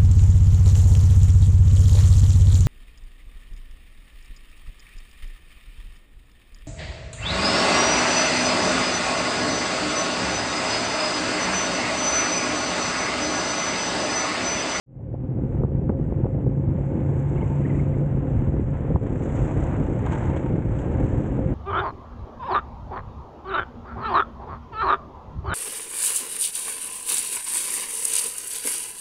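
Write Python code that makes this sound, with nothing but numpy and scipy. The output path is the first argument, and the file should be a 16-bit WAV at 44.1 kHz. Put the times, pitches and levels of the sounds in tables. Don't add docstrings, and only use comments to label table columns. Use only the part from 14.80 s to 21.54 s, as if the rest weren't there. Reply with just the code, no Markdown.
import sys
import numpy as np
from scipy.fft import rfft, irfft, next_fast_len
from scipy.io import wavfile
from scipy.ndimage import uniform_filter1d, minimum_filter1d, map_coordinates

SR = 44100
rng = np.random.default_rng(int(sys.argv[2]) if len(sys.argv) > 2 else 0)


def digitize_waveform(pressure):
    field = np.atleast_2d(pressure).T
    bounded = np.clip(field, -1, 1)
    quanta = np.round(bounded * 32767).astype(np.int16)
    wavfile.write(sys.argv[1], SR, quanta)


N = 297234
TIME_S = np.arange(N) / SR


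# f/Hz, level/dB
FRAME_SPECTRUM = [(40, -39.5), (80, -2.5), (112, 4.5), (150, 0.5), (190, -5.5), (260, -18.5), (600, -56.5),
                  (1500, -100)]
ROAD_SPECTRUM = [(100, -37), (200, -4.5), (260, 1.5), (330, 0.5), (430, -6.5), (520, -8), (620, -17),
                 (850, -21), (1200, -35.5), (2500, -59.5), (4500, -87.5)]
# t/s, gain/dB, half width/s
ROAD_PATCHES = [(2.17, 2.5, 0.095), (3.9, -5, 0.11), (4.11, 2, 0.061), (5.85, -2.5, 0.15)]

def rolling():
    kicks = unit(impacts(per_s=400, spread_db=3) + 0.5 * noise())
    frame_db = -27 - 0.39 * TIME_S + 0.38 * wobble(14)
    road_db = -34 + 0.73 * TIME_S + 0.85 * wobble(18)
    road_db += sum(db * swell(t, half_s) for t, db, half_s in ROAD_PATCHES)
    return amp(frame_db) * coloured(kicks, FRAME_SPECTRUM) + amp(road_db) * coloured(kicks, ROAD_SPECTRUM)


# t/s, level/dB, f/Hz
WHEEL_KNOCKS = [(0.198, -35.5, 480), (0.3427, -21, 436), (0.575, -29.5, 480), (0.8099, -20, 388),
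                (0.8365, -14, 400), (0.8493, -19, 410), (0.9215, -22.5, 440), (1.0205, -24, 420),
                (1.0954, -16, 380), (1.1005, -12.5, 430), (1.1989, -18, 310), (1.3244, -16, 350),
                (1.404, -20.5, 320), (1.446, -18, 400), (1.4565, -17, 410), (1.548, -20, 470),
                (1.581, -26, 440), (1.667, -14, 400), (1.675, -20, 380), (1.6941, -21.5, 325),
                (1.952, -22.5, 420), (1.989, -22, 460), (2.1563, -17.5, 330), (2.178, -17, 260),
                (2.631, -16, 400), (2.8051, -21.5, 357), (2.8526, -19, 345), (2.9453, -21, 400),
                (3.3735, -20, 385), (3.724, -23, 520), (3.742, -20, 360), (3.798, -16.5, 335),
                (3.842, -28, 470), (4.0505, -21, 440), (4.106, -13.5, 410), (4.1146, -16.5, 355),
                (4.2402, -21.5, 450), (4.264, -24, 370), (4.419, -31, 490), (4.4571, -19.5, 390),
                (4.547, -21, 490), (5.568, -22, 520), (5.7426, -18, 395), (5.768, -21.5, 470),
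                (5.858, -17, 355), (6.191, -23.5, 470), (6.2015, -22, 377), (6.329, -19, 460),
                (6.5921, -17, 430), (6.664, -18.5, 335)]
TYRE_THUDS = [(0.8506, -15.5, 131), (0.952, -12, 116), (1.0998, -17, 129), (1.4372, -13.5, 127),
              (1.551, -15, 130), (1.678, -11.5, 129), (1.9566, -12.5, 148), (2.158, -11.5, 185),
              (2.633, -9.5, 125), (4.1217, -12, 156), (4.153, -11.5, 115), (4.164, -14.5, 125),
              (4.3185, -21, 118), (4.623, -17, 101), (4.6431, -11, 100), (4.7761, -11, 105),
              (5.2114, -14, 126), (5.487, -13, 104), (5.7426, -13.5, 129), (5.922, -16.5, 98),
              (6.663, -12, 135)]
STEM_CLACKS = [(0.3425, -43, 660), (0.348, -32, 670), (0.3539, -32.5, 670), (0.8187, -29, 700),
               (0.8368, -26, 960), (0.8502, -27.5, 720), (1.0943, -26.5, 1100), (1.0963, -34, 1650),
               (1.0995, -25.5, 760), (1.103, -26.5, 726), (1.3245, -29, 736), (1.4455, -28.5, 720),
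               (1.457, -30, 660), (1.4624, -27, 690), (1.4675, -29, 720), (1.5485, -32, 700),
               (1.666, -28, 620), (2.63, -32, 780), (3.7405, -29.5, 650), (4.0515, -35.5, 770),
               (4.1069, -29.5, 660), (4.1603, -17.5, 830), (4.7119, -27, 700), (4.853, -28, 800),
               (4.9422, -26, 920), (5.2716, -22.5, 980), (5.3313, -27, 900), (5.4263, -27.5, 820),
               (5.5717, -31, 790), (6.5934, -22.5, 680)]
# f/Hz, level/dB
CHATTER_SPECTRUM = [(150, -29), (300, 0), (550, 6), (850, -10), (1300, -17), (2200, -37), (3500, -66)]

def bumps():
    out = np.zeros(N)
    for t, db, hz in WHEEL_KNOCKS:
        add(out, t, amp(db) * (knock(hz, cycles=0.69) + amp(-5) * deck_boom()))
    for t, db, hz in TYRE_THUDS:
        add(out, t, amp(db) * knock(hz, cycles=0.55))
    for t, db, hz in STEM_CLACKS:
        add(out, t, amp(db) * knock(hz, cycles=0.81))
    chatter = amp(-13) * bursts(STEM_CLACKS, t60_s=0.04) * coloured(noise(), CHATTER_SPECTRUM)
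    return filtered(out + chatter, lambda hz: 1 / (1 + (hz / 3300) ** 10))


def knock(hz, cycles):
    turns = event_time_s() * hz
    return np.exp(-(turns / cycles) ** 2) * np.sin(2 * np.pi * turns)


def deck_boom(attack_s=0.0017, t60_s=0.052):
    age_s = np.maximum(event_time_s(), 0)
    hz = 217 * np.exp(0.055 * rng.standard_normal())
    return np.tanh(age_s / attack_s) * amp(-60 * age_s / t60_s) * np.sin(2 * np.pi * hz * age_s)


# t/s, f/Hz, level/dB
MOTOR_HUM = [(0.1, 131, -31.5), (0.5, 131, -28), (0.8, 134, -27), (1.35, 135, -31.5), (1.7, 137, -28.5),
             (2.4, 139.4, -24.5), (3.05, 141.1, -24.5), (3.5, 142, -30), (3.85, 141.5, -30.5),
             (4.2, 140.8, -41), (4.9, 139.1, -30.5), (5.6, 142, -41.5), (6.7, 137.8, -31.5)]

def hub_motor(whine_hz=527.6):
    hum_hz, hum_db = curves(MOTOR_HUM)
    hum = amp(hum_db + 0.5 * wobble(12)) * tone(hum_hz + 2.4 * wobble(30))
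    whine = amp(-45.7 + 0.3 * TIME_S + 3.5 * wobble(24)) * tone(whine_hz + 12 * wobble(60))
    return np.sqrt(2) * (hum + whine)


# f/Hz, level/dB
WIND_SPECTRUM = [(12, -36), (24, -13.5), (38, -3.5), (60, 2), (90, -0.5), (130, -2.5), (300, -35),
                 (900, -78.5)]
# t/s, gain/dB
WIND_GUSTS = [(0.8, 1.5), (1.07, 2), (2.1, -2.5), (2.4, -4), (2.72, -2.5), (2.88, -9.5), (3.17, 1),
              (3.58, 6), (3.85, 4), (4.13, 4.5), (4.26, -5), (4.37, -5.5), (4.64, 4.5), (5.08, 1.5),
              (5.48, 3.5), (5.65, 2), (6.38, 6)]

def wind():
    level_db = -29.5 + 0.45 * TIME_S + sum(db * swell(t, half_s=0.041) for t, db in WIND_GUSTS)
    return amp(level_db) * unit(coloured(noise(), WIND_SPECTRUM) * amp(0.59 * wobble(22)))


# t/s, f/Hz
FIRING_RATE = [(4.0, 30.5), (4.8, 31.6), (5.4, 31.8), (6.0, 31.0), (6.72, 39)]

def engine_puffs():
    firing_hz, = curves(FIRING_RATE)
    firings = np.cumsum(firing_hz + 0.51 * wobble(8)) / SR
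    return np.exp(-(firings % 1) / 0.21) - 0.3


# t/s, level/dB
EXHAUST_LEVEL = [(3.6, -70.5), (4.2, -50), (4.6, -43), (4.9, -50), (5.2, -46), (5.29, -41.5), (5.5, -40.5),
                 (5.8, -47.5), (6.3, -49.5), (6.72, -50.5)]
# f/Hz, level/dB
EXHAUST_SPECTRUM = [(120, -12), (350, 6.5), (700, 3), (950, -13.5), (1200, -3.5), (1600, -5.5),
                    (2300, -12.5), (3400, -24.5), (4500, -44), (9000, -83.5)]

def motorcycle(puffs):
    level_db, = curves(EXHAUST_LEVEL)
    return amp(level_db) * coloured(noise() * (1 + 1.7 * puffs), EXHAUST_SPECTRUM)


# t/s, level/dB
ROAR_SWELLS = [(0.6, -52.5), (0.78, -49.5), (0.9, -53), (1.45, -50), (1.75, -52), (2.0, -47), (2.4, -44),
               (2.95, -43), (3.27, -45.5), (3.6, -44.5), (3.85, -47), (4.05, -42.5), (4.2, -46.5),
               (4.3, -45), (4.57, -39.5), (4.87, -38.5), (5.17, -42), (5.33, -37), (5.8, -46.5), (6.0, -42),
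               (6.38, -41), (6.7, -44.5)]
# f/Hz, level/dB
ROAR_SPECTRUM = [(200, -16.5), (550, 5.5), (900, 0.5), (1150, -5), (1600, -8), (2200, -13), (2800, -19.5),
                 (3500, -29.5), (4000, -37), (4600, -54), (6000, -79.5)]

def street_roar():
    level_db, = curves(ROAR_SWELLS)
    level_db += wobble(35)
    grit = noise() + 0.9 * impacts(per_s=900, spread_db=2.5)
    return amp(level_db) * coloured(grit, ROAR_SPECTRUM)


# t/s, relative level/dB
RATTLE_HITS = [(4.265, -54.5), (4.57, -52.5), (5.2619, -42.5), (5.306, -54), (5.3205, -41.5), (5.332, -46),
               (5.353, -48), (5.428, -51), (5.452, -49), (5.4994, -50.5), (5.5625, -49.5), (5.571, -50),
               (5.659, -53), (5.762, -54), (5.9893, -48), (6.2417, -52.5)]
# f/Hz, level/dB
RATTLE_SPECTRUM = [(500, -22), (1000, 11.5), (1500, 17.5), (2200, 6.5), (3300, 5.5), (4300, -10.5),
                   (5200, -17.5), (6400, -2), (7500, 0), (8400, -6), (9100, -33.5), (10000, -71)]

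def loose_part():
    contacts = impacts(per_s=2000, spread_db=2.5) + 0.7 * noise()
    clatter = amp(2.5) * bursts(RATTLE_HITS, t60_s=0.073) * coloured(contacts, RATTLE_SPECTRUM)
    ring = amp(5) * bursts(RATTLE_HITS, t60_s=0.12) * hollow_noise()
    return clatter + ring


def pebbles(count, max_db=-29.5, range_db=10.5, centre_hz=520):
    out = np.zeros(N)
    for when, softness, octave in rng.random((count, 3)):
        t = np.interp(when, [0, 1], [0.1, TIME_S[-1]])
        hz = centre_hz * 2 ** (octave - 0.5)
        add(out, t, amp(max_db - range_db * softness) * knock(hz, cycles=0.78))
    return out


# t/s, f/Hz, level/dB, upward glide/fraction of f
CHIRPS = [(2.567, 2700, -53, 0.08), (2.583, 2220, -45.5, 0.041), (2.614, 2870, -53, 0.07),
          (2.628, 2120, -42.5, 0), (2.856, 1940, -39.5, 0.05), (2.904, 2050, -42, 0.02),
          (2.950, 2000, -45, 0.02), (2.999, 2124, -41, 0.01), (3.141, 2100, -48, 0.0035)]

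def squeaks(half_s=0.0074, jitter_hz=100):
    out, age_s = np.zeros(N), event_time_s()
    knots_s = age_s[::100]
    for t, hz, db, rise in CHIRPS:
        waver_hz = jitter_hz * np.interp(age_s, knots_s, rng.standard_normal(len(knots_s)))
        glide_hz = hz * (1 + rise * np.tanh(age_s / half_s))
        add(out, t, amp(db) * np.exp(-(age_s / half_s) ** 2) * tone(glide_hz + waver_hz))
    envelope = amp(-60 + 1.6 * wobble(70)) * swell(2.82, half_s=0.27)
    scratch = unit(filtered(noise(), lambda f: resonance(f, hz=2350, width_hz=1200) ** 2))
    return out + envelope * scratch


# t/s, level/dB, half width/s
HOLLOW_SWELLS = [(2.5, -53, 0.73), (5.4, -50.5, 0.23), (5.7, -53, 1.3)]
# t/s, f/Hz, level/dB, half width/s
HOLLOW_TONES = [(2.25, 900, -47, 0.071), (2.615, 885, -40, 0.02), (2.73, 893, -41.5, 0.048),
                (5.335, 950, -41, 0.025), (5.495, 903, -40, 0.028), (5.575, 975, -39.5, 0.016),
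                (5.665, 903, -42, 0.028)]

def hollow_ring(waver_hz=14):
    envelope = sum(amp(db) * swell(t, half_s) for t, db, half_s in HOLLOW_SWELLS)
    drift_hz = waver_hz * wobble(90)
    tones = sum(amp(db) * swell(t, half_s) * tone(hz + drift_hz) for t, hz, db, half_s in HOLLOW_TONES)
    return tones * (1 + 0.4 * wobble(120)) + envelope * hollow_noise()


# f/Hz, width/Hz, level/dB
RING_MODES = [(882, 71, 3.5), (1013, 28, -2), (1570, 110, -12), (2170, 240, -13.5)]

def hollow_noise():
    response = lambda f: sum(amp(db) * resonance(f, hz, width_hz) for hz, width_hz, db in RING_MODES)
    return unit(filtered(noise(), response))


# t/s, relative level/dB
HISS_SWELLS = [(0.58, -86), (0.78, -80), (0.88, -86.5), (1.45, -81.5), (1.6, -85), (2.0, -77), (2.4, -71),
               (2.95, -67.5), (3.25, -76), (4.15, -74), (4.57, -61), (4.87, -62.5), (5.17, -70.5),
               (5.33, -62), (5.8, -73), (6.0, -68.5), (6.38, -66.5), (6.7, -76)]
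# f/Hz, level/dB
HISS_SPECTRUM = [(2000, -24), (3400, -6), (4300, -20.5), (5200, -18.5), (5900, -8), (6700, -2), (7500, 1),
                 (8200, -5), (8700, -16), (9100, -32.5), (10000, -68.5)]

def street_hiss(puffs, flutter_hz=93):
    level_db, = curves(HISS_SWELLS)
    nearness = np.interp(TIME_S, [3.6, 4.1], [0, 1])
    flutter = swell(2.4, half_s=0.55) * np.sin(2 * np.pi * flutter_hz * TIME_S)
    beat = 1 + 0.75 * nearness * puffs + 0.27 * flutter
    gritty_hiss = noise() + 0.55 * impacts(per_s=300, spread_db=4.5)
    level_db += 1.5 + 1.3 * wobble(23) + wobble(110)
    return amp(level_db) * coloured(gritty_hiss * beat, HISS_SPECTRUM)


def amp(db):
    return 10 ** (np.asarray(db) / 20)


def unit(x):
    return x / np.sqrt(np.mean(x ** 2) + 1e-20)


def noise():
    return rng.standard_normal(N)


def tone(hz):
    return np.sin(2 * np.pi * np.cumsum(hz) / SR)


def impacts(per_s, spread_db):
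    return unit((rng.random(N) < per_s / SR) * rng.choice([-1, 1], N) * amp(spread_db * noise()))


def curves(rows):
    t, *columns = np.transpose(rows)
    return [np.interp(TIME_S, t, column) for column in columns]


def wobble(knots_per_s):
    coarse_s = TIME_S[::32]
    knots = rng.standard_normal(int(N * knots_per_s / SR) + 4)
    return np.interp(TIME_S, coarse_s, map_coordinates(knots, [coarse_s * knots_per_s]))


def swell(t, half_s):
    return np.exp(-((TIME_S - t) / half_s) ** 2)


def bursts(hits, t60_s):
    age_s = np.maximum(np.arange(-SR // 4, SR // 4) / SR, 0)
    shape = np.tanh(age_s / 0.0002) ** 2 * amp(-60 * age_s / t60_s)
    out = np.zeros(N)
    for t, db, *_ in hits:
        add(out, t, amp(db) * shape)
    return out


def event_time_s():
    return np.arange(-SR // 20, SR // 20) / SR


def add(out, t, wave):
    start = round(t * SR) - len(wave) // 2
    part = out[start:start + len(wave)]
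    part += wave[:len(part)]


def resonance(f, hz, width_hz):
    return 1 / (1 + (2 * (f - hz) / width_hz) ** 2)


def filtered(x, response):
    size = next_fast_len(N + SR // 2)
    return irfft(rfft(x, size) * response(np.fft.rfftfreq(size, 1 / SR)), size)[:N]


def coloured(x, spectrum):
    f, db = np.transpose(spectrum)
    return unit(filtered(x, lambda hz: amp(np.interp(np.log(hz + 1), np.log(f), db))))


def scene(fade_start_s=0.061, fade_s=0.6):
    bed = wind() + rolling() + hub_motor()
    puffs = engine_puffs()
    bed += motorcycle(puffs) + street_roar() + street_hiss(puffs) + hollow_ring()
    hits = bumps() + loose_part() + squeaks()
    fade = np.clip((TIME_S - fade_start_s) / fade_s, 0, 1) ** 0.96
    return (fade * dips() * (bed + pebbles(count=12)) + hits)[None]


# t/s, gain/dB
LEVEL_DIPS = [(0.875, -2.5), (1.492, -2.5), (4.195, -5)]

def dips():
    return amp(sum(db * swell(t, half_s=0.026) for t, db in LEVEL_DIPS))


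def record(dry, ceiling_db=-8.5, top_hz=9400):
    needed = np.minimum(1, amp(ceiling_db) / (np.abs(dry[0]) + 1e-9))
    held = minimum_filter1d(needed, size=400)
    gain = uniform_filter1d(uniform_filter1d(held, size=200), size=200)
    return filtered(dry[0] * gain, lambda hz: hz < top_hz)[None]


dry = scene()
out = record(dry)
digitize_waveform(out)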